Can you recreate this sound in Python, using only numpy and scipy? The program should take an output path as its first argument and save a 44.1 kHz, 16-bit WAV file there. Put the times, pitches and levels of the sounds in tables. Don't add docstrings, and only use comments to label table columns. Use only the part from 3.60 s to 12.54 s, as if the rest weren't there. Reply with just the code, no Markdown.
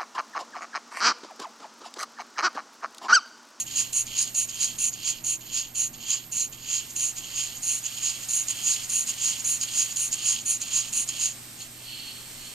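import sys
import numpy as np
from scipy import signal
from scipy.fft import rfft, irfft, next_fast_len
from scipy.io import wavfile
from scipy.ndimage import uniform_filter1d

SR = 44100
rng = np.random.default_rng(int(sys.argv[2]) if len(sys.argv) > 2 else 0)


def generate_wav(signal):
    frames = np.transpose(np.atleast_2d(signal))
    scaled = np.clip(frames, -1, 1) * 32767
    pcm = np.round(scaled).astype(np.int16)
    wavfile.write(sys.argv[1], SR, pcm)


def decibels_to_gain(level_db):
    exponent = np.asarray(level_db, float) / 20
    return 10 ** exponent


N = 394235
TIME = np.arange(N) / SR
STEPS = TIME[::16]
HZ = np.fft.rfftfreq(next_fast_len(N + SR // 4), 1 / SR) + 1
LENGTH = 2 * (len(HZ) - 1)

# opens_s, shuts_s, puff_db, late_flow_db, valve_crosses_s
PUFFS = [(-0.075, 0.034, -23.5, -1, 0.058), (0.327, 0.434, -24.5, 1, 0.461),
         (0.745, 0.859, -24.5, -1, 0.882), (1.183, 1.301, -24.5, 3, 1.324), (1.641, 1.767, -26, 0, 1.8),
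         (2.149, 2.283, -25, 0, 2.333), (2.717, 2.87, -26.5, 2, 2.919), (3.358, 3.523, -25, -1, 3.562),
         (4.025, 4.199, -26, 2, 4.233), (4.684, 4.85, -25, -4, 4.878), (5.29, 5.447, -25, 0, 5.47),
         (5.843, 5.986, -24.5, -1.5, 6.006), (6.359, 6.495, -25, -2, 6.52), (6.854, 6.978, -24.5, 0, 7.007),
         (7.325, 7.45, -24.5, 0, 7.482)]
# spit_db, peak_db, half_width_s, seep_db, gasp_db
SWELLS = [(-42, -22.5, 0.032, -42, -57), (-37.5, -23, 0.036, -41.5, -55),
          (-31.5, -23.5, 0.0365, -41.5, -43), (-33.5, -24, 0.032, -44.5, -61), (-46, -26, 0.038, -49, -62),
          (-36.5, -27, 0.047, -53.5, -67), (-42.5, -25.5, 0.049, -52, -35.5), (-32, -27, 0.048, -44.5, -37),
          (-29, -25.5, 0.044, -41.5, -32), (-25, -22.5, 0.05, -39, -31), (-22.5, -23, 0.051, -40.5, -30),
          (-25, -23, 0.051, -40, -31.5), (-24, -21.5, 0.046, -38.5, -37), (-25, -22.5, 0.039, -39.5, -38),
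          (-24, -24, 0.039, -39, -35)]
SHUT_OFF_S = 7.715
MID_STROKE = 0.6752
STEADY_SEEP_DB = -41.5


def rms_one(x):
    return x / np.sqrt(np.mean(x ** 2) + 1e-20)


def at_hz(points):
    hz, *columns = np.transpose(points)
    return [np.interp(np.log(HZ), np.log(hz), c) for c in columns]


def line_db(seconds, db):
    return decibels_to_gain(np.interp(STEPS, seconds, db, left=-150, right=-150))


def fine(gain):
    return np.interp(TIME, STEPS, gain)


def peak(hz, width_hz):
    return 1 / (1 + (2 * (HZ - hz) / width_hz) ** 2) ** 2


def drift(rate_hz):
    r = np.exp(-2 * np.pi * rate_hz / SR)
    noise = rng.standard_normal(N + SR)
    return rms_one(signal.lfilter([1], [1, -2 * r, r * r], noise)[SR:])


def at_ports(gain, colour, alike=0.94):
    # hz, left_over_right_db
    shading = [(2000, -.5), (2900, -7), (3250, -12), (3750, 3), (5200, -6), (6450, 1), (7450, -13),
               (8100, 4), (8550, -1.5), (10250, 13), (11600, -6), (11950, 2), (13050, -15), (13700, 4),
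               (15200, -6)]
    # hz, right_leads_rad
    phase_lead = [(300, -.1), (3100, .7), (3450, -1.4), (4000, .6), (5600, -.1), (6600, .8), (7200, .4),
                  (8000, -2.5), (8150, .9), (9100, -.3), (10200, .5), (11300, 2.4), (12300, 3.5),
                  (13100, 3.8), (13250, 1.6), (14700, 3.8)]
    # hz, coherence_0_to_1
    coherence = [(30, .8), (100, .93), (250, .98), (520, .62), (1200, .99), (3000, .88), (3500, .4),
                 (4100, .9), (6300, .97), (7200, .97), (8000, .3), (8600, .94), (9600, .95), (10200, .5),
                 (12600, .9), (15000, .3)]
    (balance_db,), (lead,), (likeness,) = at_hz(shading), at_hz(phase_lead), at_hz(coherence)
    share = np.clip(likeness * alike, 0, 1)
    mid, side = rfft(rng.standard_normal((2, N)) * gain, LENGTH)
    left = decibels_to_gain(balance_db / 2)
    right = np.exp(1j * lead) / decibels_to_gain(balance_db / 2)
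    colour = colour / np.sqrt((abs(left) ** 2 + abs(right) ** 2) / 2)
    colour = colour / np.sqrt(np.mean(colour ** 2) * 2)
    common = np.sqrt(1 + share) * mid
    own = np.sqrt(1 - share) * side
    ports = np.array([left * (common + own), right * (common - own)])
    return irfft(colour * ports, LENGTH)[:, :N]


def workshop():
    # hz, db_per_hz
    room_colour = [(10, -16), (22, 5), (45, -5.5), (75, -5), (160, -2.5), (300, -4.5), (495, -11),
                   (800, -11), (1400, -15), (2500, -17), (5000, -27), (8000, -50), (10700, -49),
                   (15500, -45)]
    # hz, width_hz, over_noise_db
    drones = [(239, 14, 10.5), (325.7, 12, 7), (750, 18, 5.5), (914, 14, 6.5)]
    # hz, rms_db
    hum = (120, -57)
    humps_db = sum(db * peak(hz, width_hz) for hz, width_hz, db in drones)
    colour = decibels_to_gain(at_hz(room_colour)[0] + humps_db)
    noise = at_ports(decibels_to_gain(-53 + 0.73 * drift(5.8)), colour, alike=0.96)
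    hum_hz, hum_db = hum
    return noise + decibels_to_gain(hum_db + 2.5 + .5 * drift(1.5)) * np.sin(2 * np.pi * hum_hz * TIME)


def supply():
    # time_s, level_db
    supply_pressure = [(0.0, -51.5), (1.09, -50.5), (1.6, -58), (3.06, -54.5), (3.31, -48), (3.78, -50),
                       (4.3, -45.5), (4.95, -44.5), (6.35, -44), (6.7, -47), (7.72, -45.5), (8.14, -47.5),
                       (8.94, -46)]
    # hz, db_per_hz
    hose_colour = [(290, -47), (500, -11), (901, -11.5), (968, -17), (1220, -7.5), (1370, -10),
                   (2070, -5.5), (2570, -4.5), (5670, -4.5), (6360, -5), (8240, 1.5), (9240, -8),
                   (15500, -8.5)]
    # hz, width_hz, over_hiss_db
    hose_peaks = [(8380, 190, 5), (9800, 880, 1), (12200, 350, 7)]
    # hz, width_hz
    fitting = (13050, 520)
    hand_s, hand_covers_s, hand_shade_db = 6.3, .5, 4.5
    seconds, hose_db = np.transpose(supply_pressure)
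    peaks_db = sum(db * peak(hz, width_hz) for hz, width_hz, db in hose_peaks)
    colour = decibels_to_gain(at_hz(hose_colour)[0] + peaks_db)
    unrest = decibels_to_gain(.6 * drift(6))
    hiss = at_ports(fine(line_db(seconds, hose_db + 3.5)) * unrest, colour, alike=0.65)
    covered = np.clip((TIME - hand_s) / hand_covers_s, 0, 1)
    whistle_db = -50.5 - hand_shade_db * covered
    whistle_gain = decibels_to_gain(whistle_db + 0.76 * drift(16))
    return hiss + at_ports(whistle_gain, np.sqrt(peak(*fitting)), alike=0.75)


def jet(gain, order, flutter_db):
    # hz, width_hz, puff_db, return_stroke_db, seep_db, last_sigh_db
    cavity_modes = [(1093, 240, -25, -21.5, -19, -40), (2740, 620, -15.5, -15, -7.5, -9),
                    (3087, 700, -20, -24, -2.5, 0.5), (4250, 560, -16.5, -15.5, -7, -1),
                    (4370, 150, -30, -54, -5.5, 6), (3210, 140, -27, -15.5, -7, -4),
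                    (4840, 870, -24, -14, -10, -19), (6720, 713, -1.37, 0, -0.9, -19),
                    (7155, 840, -6.5, -5, -7, -24), (8400, 670, -15.5, -21, -11, -28),
                    (9436, 564, -9, -12, -10.5, -31), (9830, 1140, -16.5, -39, -43, -32),
                    (11880, 600, -16, -19, -14.5, -30), (12700, 900, -37, -37, -24, -36),
                    (14700, 1200, -27, -67, -53, -44), (4940, 7800, -45, -27, -18.5, -29)]
    # hz, width_hz, gain_db
    notches = [(3890, 240, 1.5), (5800, 440, -3), (7900, 280, 0), (11430, 300, -4)]
    power = sum(decibels_to_gain(db[order]) ** 2 * peak(hz, width_hz) for hz, width_hz, *db in cavity_modes)
    notch_db = sum(db * peak(hz, width_hz) for hz, width_hz, db in notches)
    cavities = np.sqrt(power) * decibels_to_gain(notch_db)
    eddies = decibels_to_gain(flutter_db * (.6 * drift(60) + drift(300)))
    steep = HZ ** 2 / (HZ ** 2 + 1200 ** 2)
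    return at_ports(fine(gain) * eddies, cavities * steep)


def puffs():
    # share_of_open_time, under_peak_db
    puff_shape = [(-.1, -47), (-.01, -15), (.04, -2), (.09, -4), (.42, 1.5), (.7, -1), (.95, -8),
                  (.99, -17), (1.08, -21)]
    share, shape_db = np.transpose(puff_shape)
    late = np.clip((share - .42) / .5, 0, 1)
    gain = 0
    for opens, shuts, db, late_db, _ in PUFFS:
        gain = gain + line_db(opens + share * (shuts - opens), db + shape_db + late_db * late)
    return jet(gain, order=0, flutter_db=0.5)


def crank(share):
    last_turn_ends_s = 7.79
    starts = np.append(np.transpose(PUFFS)[0], last_turn_ends_s)
    turn = np.diff(starts)
    return starts[:-1] + share * turn - share * (1 - share) / 2 * np.gradient(turn)


def valve():
    spit_share, gasp_share = .119, 0.926
    opens, shuts, *_, crosses = np.transpose(PUFFS)
    ends = shuts + crank(spit_share) - opens
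    return zip(crosses, ends, crank(MID_STROKE), np.minimum(crank(gasp_share), SHUT_OFF_S))


def return_strokes():
    # start_s, peak_db
    droplets = [(0.1595, -24), (0.3308, -16), (0.5781, -26), (0.7472, -20), (1.185, -26), (1.4576, -26),
                (1.646, -22), (2.155, -23), (2.1856, -23), (2.5045, -17), (2.813, -16), (3.1012, -24),
                (3.141, -20), (3.362, -20), (3.396, -13), (4.035, -17.5), (4.08, -19), (4.6927, -22),
                (5.0474, -25), (5.3007, -15), (5.857, -19), (6.2066, -22), (6.3699, -10.5), (6.6608, -28),
                (6.8545, -31), (6.9254, -21), (7.1312, -25), (7.3348, -17)]
    gain, pops = 0, list(droplets)
    for (opens, shuts, middle, gasp), (spit_db, db, half, _, gasp_db) in zip(valve(), SWELLS):
        spit_s = [opens - .008, opens + 0.006, shuts - .014, shuts - .004, shuts + 0.0069]
        gain = gain + line_db(spit_s, spit_db + np.array([-14, -6.5, 0.8, -9.5, -15]))
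        away = abs(STEPS - middle) / half
        gain = gain + decibels_to_gain(db - 0.5 - 6.28 * np.minimum(away, 12) ** 2.54)
        gasp_s = [gasp - .03, gasp, gasp + 0.03]
        gain = gain + line_db(gasp_s, gasp_db + np.array([-14, -1.5, -18]))
        pops.append((opens + 0.0068, spit_db + 2.5))
    for s, db in pops:
        gain = gain + line_db([s - .001, s + 0.0022, s + 0.0022], db + np.array([-18, -5, -20]))
    return jet(gain, order=1, flutter_db=1.0)


def seep():
    sag_db = 5.5
    starves_s, starve_db = .05, 9
    gain = 0
    for (opens, shuts, middle, gasp), (spit_db, _, half, before_db, _) in zip(valve(), SWELLS):
        seconds = [opens - .01, opens + 0.011, shuts - .004, shuts + 0.017,
                   middle - 2.27 * half, middle, middle + 1.9 * half, gasp, gasp + 0.023]
        after_db = before_db - sag_db
        top_db = -33 - .15 * (before_db - STEADY_SEEP_DB)
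        burst_db = max(before_db, min(spit_db - 1.0, -43))
        rising_db = 0.54 * before_db + 0.49 * top_db
        falling_db = 0.53 * after_db + 0.42 * top_db
        levels_db = [before_db - 28, burst_db, burst_db + 0.5, before_db - 1.5,
                     rising_db, top_db - 3.5, falling_db, after_db, after_db - 7]
        gain = gain + line_db(np.sort(seconds), levels_db)
    starved = np.clip(1 + (STEPS - SHUT_OFF_S) / starves_s, 0, 1)
    return jet(gain * decibels_to_gain(1.0 - starve_db * starved), order=2, flutter_db=2.0)


def unsteady(engine, patchy_db, db_per_db):
    patch_edges_hz = [2100, 3600, 5700, 7800, 8900, 10900]
    seep_db = np.interp(TIME, crank(MID_STROKE), np.transpose(SWELLS)[3])
    bright_db = 0.44 * (seep_db - STEADY_SEEP_DB)
    flow_db = 10 * np.log10(uniform_filter1d(np.mean(engine ** 2, axis=0), size=600) + 1e-6)
    lift = decibels_to_gain(bright_db + db_per_db * (flow_db + 21.5))
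    spectrum, group = rfft(engine, LENGTH), np.digitize(HZ, patch_edges_hz)
    out = 0
    for k in range(len(patch_edges_hz) + 1):
        band = irfft(spectrum * (group == k), LENGTH)[:, :N] * decibels_to_gain(patchy_db * drift(17))
        out = out + band * (lift if k > 3 else 1)
    return out


def last_leak():
    # arrives_s, holds_s, fades_20_db_in_s, low_sigh_db, bright_seep_db
    trapped_air = [
        (8.008, .012, .07, -44, -39.5),
        (8.3, .2, .26, -40.5, -58),
        (8.817, .05, 0.2, -46, -50),
    ]
    rise_share = .6
    sigh = bright = 0
    for s, hold, fade, sigh_db, bright_db in trapped_air:
        shape = line_db([s - rise_share * fade, s, s + hold, s + hold + fade], [-20, 0, 0, -22])
        sigh = sigh + decibels_to_gain(sigh_db) * shape
        bright = bright + decibels_to_gain(bright_db) * shape
    return jet(sigh, order=3, flutter_db=1.0) + jet(bright, order=1, flutter_db=0.5)


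def echoes(x):
    t60_s, level_db = .15, -18
    t = TIME[:SR // 3]
    tail = rng.standard_normal((2, len(t))) * decibels_to_gain(-60 * t / t60_s) * (t > .004)
    tail = tail / np.sqrt(np.sum(tail ** 2, axis=1, keepdims=True))
    return decibels_to_gain(level_db) * signal.fftconvolve(x, tail, axes=1)[:, :N]


def scene():
    engine = unsteady(puffs() + return_strokes() + seep(), patchy_db=1.07, db_per_db=0.23)
    engine = engine + last_leak()
    return workshop() + supply() + engine + echoes(engine)


def low_pass(x):
    return signal.sosfilt(signal.butter(12, 15660, fs=SR, output="sos"), x)


def record(dry):
    roll_off = signal.butter(10, 14600, fs=SR, output="sos")
    cut = signal.cheby2(24, 70, 16000, fs=SR, output="sos")
    mix = signal.sosfilt(cut, signal.sosfilt(roll_off, dry))
    return low_pass(mix)


dry = scene()
out = record(dry)
generate_wav(out)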